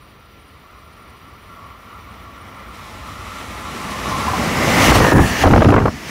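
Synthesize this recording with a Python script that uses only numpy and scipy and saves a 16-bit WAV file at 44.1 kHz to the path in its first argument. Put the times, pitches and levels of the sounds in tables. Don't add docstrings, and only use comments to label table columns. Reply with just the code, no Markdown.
import sys
import numpy as np
from scipy import signal
from scipy.fft import rfft, irfft, next_fast_len
from scipy.io import wavfile
from scipy.ndimage import uniform_filter1d, minimum_filter1d, map_coordinates

SR = 44100
rng = np.random.default_rng(int(sys.argv[2]) if len(sys.argv) > 2 else 0)


def attenuation_scalar(level_db):
    decades = np.asarray(level_db, float) / 20
    return 10 ** decades


def wrap_up_sound(samples):
    columns = np.atleast_2d(samples).T
    tamed = np.clip(columns, -1, 1)
    steps = np.round(tamed * 32767).astype(np.int16)
    wavfile.write(sys.argv[1], SR, steps)


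N = 269010

SPEED_MPS, ARRIVES_S, BESIDE_M = 30.7, 4.937, 4.11

# (time [s], level [dB])
GAIN_CONTROL = [(4.904, -1), (4.935, -10), (4.954, -3.5), (5, -9), (5.12, -8), (5.208, -11), (5.24, -7),
                (5.36, -7.5), (5.428, -5), (5.46, -15), (5.906, -24), (6.1, -18)]
# (frequency [Hz], level [dB per Hz])
TOWN_COLOUR = [(35, -8), (60, -2), (129, -6.5), (226, -15), (433, -13), (629, -19.5), (674, -20),
               (2160, -27), (2310, -19.5), (4980, -28.5), (6900, -74.5), (9330, -69), (15600, -45)]
# (frequency [Hz], width [Hz], level [dB])
LINE_WHISTLE = [(9610, 50, 0), (9900, 250, -28)]
# (frequency [Hz], level [dB per Hz])
DRONE_COLOUR = [(15, -50), (32, -30), (42, -7), (55, 6), (100, 4), (150, -13.5), (300, -54)]
# (time [s], swell [dB])
DRONE_SURGES = [
    (.6, 4),
    (1.6, 2.5),
    (2.1, 4.1),
    (3.1, 3),
    (4.2, 3.6),
    (4.95, 8.6),
]
# (time [s], frequency [Hz], level [dB])
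MOTOR_HUM = [(2.4, 860, -77), (2.9, 854, -52), (3.5, 856, -46.5), (4, 853, -40), (4.3, 850, -35),
             (4.6, 870, -70)]
# (time [s], level [dB])
GEAR_SWELL = [(3.8, -77), (4.3, -40), (4.82, -22.5), (4.93, -35), (5, -25), (5.1, -19), (5.3, -32),
              (5.45, -23.5), (5.5, -60)]
# (time [s], peak [dB], ring frequency [Hz])
JOINT_KNOCKS = [
    (4.073, -11.5, 1140),
    (4.11, -10, 1166),
    (4.156, -13, 1042),
    (4.267, -10, 923),
    (4.28, -1.5, 1030),
    (4.332, -2, 1003),
    (4.348, -10, 1047),
    (4.394, -8, 827),
]
# (frequency [Hz], width [Hz], level [dB])
RAIL_MODES = [(925, 15, -5), (1000, 30, -6), (1045, 25, -3), (1140, 25, 0), (1205, 30, -.5), (1240, 20, -3),
              (1287, 25, 0), (1320, 20, -3), (1360, 12, 5), (1430, 12, -5), (2050, 30, -9)]
# (frequency [Hz], width [Hz], level [dB])
RAIL_LOW_MODES = [(630, 20, -9), (1047, 14, 0), (1133, 12, 2)]
# (frequency [Hz], width [Hz], level [dB])
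RAIL_HEAD_MODES = [(5780, 200, 0), (7640, 150, -6), (10750, 120, -11), (11050, 400, -7), (11550, 200, -10),
                   (12330, 100, -8), (12560, 90, -3), (12790, 90, 0), (13020, 90, -3), (13600, 800, -8),
                   (14300, 100, -5), (14560, 90, -1), (14800, 120, 0), (15480, 250, -4)]
# (time [s], swell [dB], swell of the lower modes [dB])
SONG_THROBS = [(0, 6, 5), (.75, 3.5, 9.5), (1.6, 3.5, 11), (2, 3, -3), (2.3, -2, 6), (2.6, 1.5, -6),
               (2.95, -2.5, 6), (3.35, 2.5, -9), (4, -3, 1), (4.15, 2, 9), (4.3, 4.5, -1), (4.5, -2, -7),
               (4.7, 14, 0)]
# (time [s], length [s], buffet [dB], flutter over the buffet [dB])
WIND_GUSTS = [
    (4.87, .02, -11, -14),
    (4.936, 0.11, -14, -5.5),
    (5.12, .095, -7.5, -3.5),
    (5.225, 0.027, -16.5, -7),
    (5.429, 0.046, -9, -4),
    (5.484, 0.12, -8.5, -11),
    (5.635, .04, -5.5, -17),
    (5.684, 0.099, -12.5, -10),
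    (5.79, 0.094, -17, -4),
    (5.912, 0.038, -30, -18),
]
# (time [s], peak [dB], snap [dB])
PORT_EDDIES = [(4.919, 1.5, -20), (4.954, -9, -28), (5.005, -3, -29), (5.047, -5, -21.5), (5.066, -8, -25),
               (5.084, -8, -24), (5.12, 0, -29), (5.181, -8, -24), (5.192, -1, -30), (5.438, -2, -25),
               (5.456, -0.5, -19), (5.474, -3, -22), (5.51, -10, -26), (5.535, 4.5, -21), (5.561, -3, -25),
               (5.58, -11, -29), (5.607, -7.5, -26), (5.62, 3, -20), (5.646, -7.5, -21.5), (5.656, -4, -22),
               (5.687, -4, -24), (5.704, -6.5, -20.5), (5.723, 2, -19.5), (5.741, -0.5, -21),
               (5.764, -0.5, -27), (5.78, 1, -32), (5.802, -12.5, -40), (5.857, -7, -34), (5.88, -11, -40)]
# (frequency [Hz], level [dB per Hz])
BUFFET_COLOUR = [(12, -43), (20, -7.5), (92, 1), (248, -7.5), (334, -17.5), (372, -19), (443, -18.5),
                 (500, -17.5), (650, -63), (1100, -120)]
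FLUTTER_COLOUR = [(180, -15.5), (300, 1.5), (334, -2), (566, -5), (826, -6), (1260, -12), (1560, -15),
                  (5000, -53.5), (6500, -58), (11000, -120)]
SNAP_COLOUR = [(800, -40), (2000, 5.5), (3000, 0.5), (5000, -13), (8000, -19), (14000, -29)]
# (frequency [Hz], width [Hz], level [dB])
WHEEL_MODES = [(1737, 167, 0), (1940, 175, 2), (2264, 254, -2), (2928, 140, -2.5), (3240, 800, -10)]
# (frequency [Hz], level [dB per Hz])
RUMBLE_COLOUR = [(65, -37), (110, -7.5), (172, -3), (220, -1.5), (399, -10), (646, -8.5), (966, -10.5),
                 (1170, -9), (1600, -15.5), (2080, -73), (3520, -120)]
HISS_NEAR = [(1470, -66), (2500, -1), (2730, 3.5), (2990, -7), (4250, -3.5), (6090, -3), (8000, -24.5),
             (10400, -47), (17600, -120)]
HISS_FAR_OFF = [(1470, -40), (2500, 8.5), (2890, 2), (3990, 4.5), (4370, 0), (5890, 0), (9000, -25.5),
                (11700, -46), (19800, -120)]
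RUSH_NEAR = [(4120, -27), (7000, 1.5), (7590, -2), (11400, -4.5), (13000, -8), (15600, -6.5)]
RUSH_FAR_OFF = [(4120, -26), (7000, -0.5), (9500, -3.5), (11100, -4), (12200, -8), (14900, -17),
                (15600, -15)]
# (time [s], width [s], treble [dB], rumble [dB])
WALL_ECHOES = [
    (3.33, 0.082, 1, -1),
    (3.8, .12, 1, 1),
    (4.08, 0.14, 4, 4.5),
    (4.2, .04, 2, 1),
    (4.4, 0.11, 1, 4),
    (4.6, .08, 0, 3),
    (4.86, 0.043, 0, -2),
    (5.35, 0.085, -3.5, -2.5),
]


def unit(x):
    return x / np.sqrt(np.mean(x ** 2) + 1e-20)


def curves(rows):
    s, *columns = np.transpose(rows)
    return [np.interp(np.arange(N) / SR, s, column) for column in columns]


def swells(rows, width_s):
    s, *columns = np.transpose(rows)
    offset = np.arange(N) / SR - s[:, None]
    bells = np.exp(-(offset / np.reshape(width_s, (-1, 1))) ** 2)
    return [column @ bells for column in columns]


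def wobble(rate):
    knots = rng.standard_normal(int(N * rate / SR) + 4)
    return map_coordinates(knots, [np.arange(N) * rate / SR])


def sloped(points):
    f, db = np.transpose(points)
    return lambda hz: attenuation_scalar(np.interp(np.log(hz + 1), np.log(f + 1), db))


def resonant(modes):
    def response(f):
        total = 0
        for k, (centre, width, db) in enumerate(modes):
            total = total + (-1) ** k * attenuation_scalar(db) * 1j * f * width / (centre * centre - f * f + 1j * f * width)
        return total
    return response


def peaked(modes):
    return lambda f: np.sqrt(sum(attenuation_scalar(2 * db) / (1 + np.abs(2 * (f - c) / w) ** 3.9) for c, w, db in modes))


def coloured(x, response):
    m = next_fast_len(N + 8192)
    return irfft(rfft(x, m) * response(np.fft.rfftfreq(m, 1 / SR)), m)[..., :N]


def noise(response, patchy_db):
    z = signal.stft(rng.standard_normal(N + 512), nperseg=512)[2]
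    patches = uniform_filter1d(rng.standard_normal(z.shape), size=6, axis=0)
    patches = unit(uniform_filter1d(patches, size=10, axis=1))
    patchy = signal.istft(z * attenuation_scalar(patchy_db * patches), nperseg=512)[1][:N]
    return unit(coloured(patchy, response))


def evened(x, share, size):
    power = np.abs(uniform_filter1d(x ** 2, size=size) + .02)
    return unit(x / power ** (share / 2))


def heard(db_at_60m, growth, loss_db_per_m):
    ahead = SPEED_MPS * np.clip(ARRIVES_S - np.arange(N) / SR, 0, None)
    r = np.hypot(ahead, BESIDE_M)
    return db_at_60m - growth * 20 * np.log10(r / 60) - loss_db_per_m * (r - 60) + curves(GAIN_CONTROL)[0]


def town():
    return attenuation_scalar(-49.0 + 0.39 * wobble(5.12)) * noise(sloped(TOWN_COLOUR), patchy_db=1.5)


def overhead_line():
    whistle = evened(noise(peaked(LINE_WHISTLE), patchy_db=0.0), share=0.46, size=1500)
    rise_db = 1.3 * np.arange(N) / SR
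    return attenuation_scalar(-68 + rise_db + 2.5 * wobble(30.1) + curves(GAIN_CONTROL)[0]) * whistle


def ground_drone():
    level_db = heard(-40.5, growth=0.62, loss_db_per_m=0.11) + swells(DRONE_SURGES, width_s=0.13)[0]
    return attenuation_scalar(level_db) * evened(noise(sloped(DRONE_COLOUR), patchy_db=1.0), share=.3, size=4000)


def motor_hum():
    hz, db = curves(MOTOR_HUM)
    turn = 2 * np.pi * np.cumsum(hz + 3 * wobble(20)) / SR
    return attenuation_scalar(db + 1.2 + 2.6 * wobble(14)) * np.sin(turn)


def gear_whine():
    gear_hz, level_s, beside_m, sound_mps = 1875, 4.99, 2.5, 343
    ahead = SPEED_MPS * (level_s - np.arange(N) / SR)
    hz = gear_hz / (1 - SPEED_MPS * ahead / np.hypot(ahead, beside_m) / sound_mps)
    turn = 2 * np.pi * np.cumsum(hz) / SR
    band = wobble(260) * np.cos(turn) + wobble(260) * np.sin(turn)
    return attenuation_scalar(curves(GEAR_SWELL)[0]) * band


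def rail_joint():
    out, t = np.zeros(N + SR), np.arange(SR // 10) / SR
    for s, db, hz in JOINT_KNOCKS:
        ring = np.sin(2 * np.pi * hz * t)
        ring += 0.35 * np.sin(2 * np.pi * 1.09 * hz * t)
        ring += 0.54 * np.sin(2 * np.pi * 0.76 * hz * t)
        fade = attenuation_scalar(db - 4.5 - 60 * t / 0.056)
        out[round(s * SR):][:len(t)] += fade * (1 - np.exp(-t / 0.003)) * ring
    return out[:N]


def singing_rails():
    handover_s, dies_db_per_s = 4.31, 47
    ahead_s = handover_s - np.arange(N) / SR
    throb_db, throb_low_db = swells(SONG_THROBS, width_s=0.09)
    carried_db = np.minimum(-0.16 * SPEED_MPS * ahead_s, dies_db_per_s * ahead_s)
    song_db = -31.5 + throb_db + carried_db
    low_db = -0.5 + throb_low_db - .11 * SPEED_MPS * np.clip(ahead_s, 0, None)

    def steep(hz):
        return resonant(RAIL_MODES)(hz) / (1 + (hz / 2300) ** 4) / (1 + (700 / (hz + 1)) ** 4)

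    song = noise(steep, patchy_db=-1.0) + attenuation_scalar(low_db) * noise(resonant(RAIL_LOW_MODES), patchy_db=5.0)
    thin_db = -62.5 + 0.5 * (song_db - .7 * throb_db + 46.5) + 0.54 * wobble(20)
    thin = attenuation_scalar(thin_db) * noise(peaked(RAIL_HEAD_MODES), patchy_db=0.5)
    return attenuation_scalar(song_db - 2.0 + 0.98 * wobble(22.14)) * song + thin


def slipstream():
    start, length, push_db, over_db = np.transpose(WIND_GUSTS)
    since = np.arange(N) / SR - start[:, None]
    rise = np.clip(since / .02, 0, 1) ** 2
    shape = rise * attenuation_scalar(-598 * np.clip(since - length[:, None], 0, None))
    buffet = evened(noise(sloped(BUFFET_COLOUR), patchy_db=0.5), share=0.25, size=900)
    flutter = unit(attenuation_scalar(4.2 * wobble(260)) * noise(sloped(FLUTTER_COLOUR), patchy_db=3))
    gusts = attenuation_scalar(push_db + 1) @ shape * buffet
    gusts += attenuation_scalar(push_db + over_db - 1.0) @ shape * flutter

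    t = np.arange(SR // 10) / SR

    def puff(rise_s):
        return (t / rise_s * np.exp(1 - t / rise_s)) ** 1.97

    tears, snaps = np.zeros(N + SR), np.zeros(N + SR)
    for s, db, snap_db in PORT_EDDIES:
        tears[round((s - .003) * SR):][:len(t)] += attenuation_scalar(db - 2.5) * puff(rise_s=0.0049)
        snaps[round(s * SR):][:len(t)] += attenuation_scalar(snap_db + 2.5) * puff(rise_s=0.0015)
    tear = evened(noise(sloped(FLUTTER_COLOUR), patchy_db=1), share=0.68, size=90)
    snap = evened(noise(sloped(SNAP_COLOUR), patchy_db=1), share=.7, size=60)
    return gusts + tears[:N] * tear + snaps[:N] * snap


def wheels():
    t = np.arange(N) / SR
    hidden = np.clip((2.725 - t) / .04 + .5, 0, 1)
    gap_start_s, gap_end_s, gap_db = 5.125, 5.25, -6.5
    gap = np.clip((t - gap_start_s) / .01, 0, 1) * np.clip((gap_end_s - t) / 0.064 + 1, 0, 1)
    behind = np.clip((t - gap_start_s) / .1, 0, 1)
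    _, echo_db, boom_db = swells(WALL_ECHOES, width_s=np.transpose(WALL_ECHOES)[1])
    shared_db = .5 * wobble(12) + .5 * wobble(35)
    near = np.interp(t, (3.46, 5.1), [0, np.pi / 2])

    def blend(far, close):
        far_part = np.cos(near) * noise(sloped(far), patchy_db=1)
        return far_part + np.sin(near) * noise(sloped(close), patchy_db=1.5)

    def steep(hz):
        return resonant(WHEEL_MODES)(hz) / (1 + (hz / 4200) ** 4) / (1 + (1300 / (hz + 1)) ** 4)

    rumble_db = heard(-39, growth=1.22, loss_db_per_m=0.041) + boom_db + 0.52 * gap_db * gap - 4.5 * behind
    ring_db = heard(-43, growth=1.084, loss_db_per_m=0.049) + 0.68 * echo_db + .7 * gap_db * gap - behind
    hiss_db = heard(-45, growth=0.99, loss_db_per_m=0.055) + echo_db + gap_db * gap - 5.5 * hidden
    rush_db = heard(-51.5, growth=1.044, loss_db_per_m=0.083) + 0.83 * echo_db - 1.5 * behind - 7.5 * hidden
    rumble = attenuation_scalar(rumble_db) * noise(sloped(RUMBLE_COLOUR), patchy_db=0.5)
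    ring = attenuation_scalar(ring_db) * noise(steep, patchy_db=0.0)
    hiss = attenuation_scalar(hiss_db) * blend(HISS_FAR_OFF, HISS_NEAR)
    rush = attenuation_scalar(rush_db) * blend(RUSH_FAR_OFF, RUSH_NEAR)
    return attenuation_scalar(shared_db) * (rumble + ring + hiss + rush)


def scene():
    background = town() + overhead_line()
    track = ground_drone() + rail_joint() + singing_rails()
    train = motor_hum() + gear_whine() + wheels()
    return (background + track + train + slipstream())[None]


def band_limit(x):
    return signal.sosfilt(signal.butter(12, 15720, fs=SR, output="sos"), x)


def record(dry):
    x = coloured(dry, lambda hz: 1 / (1 - (40 / (hz + .1)) ** 2 - 1.4j * 40 / (hz + .1)))
    need = np.minimum(1, .93 / (np.abs(x) + 1e-9))
    gain = uniform_filter1d(minimum_filter1d(need, size=265), size=221)
    held = coloured(x * gain, lambda hz: hz < 15730)
    return band_limit(held)


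dry = scene()
out = record(dry)
wrap_up_sound(out)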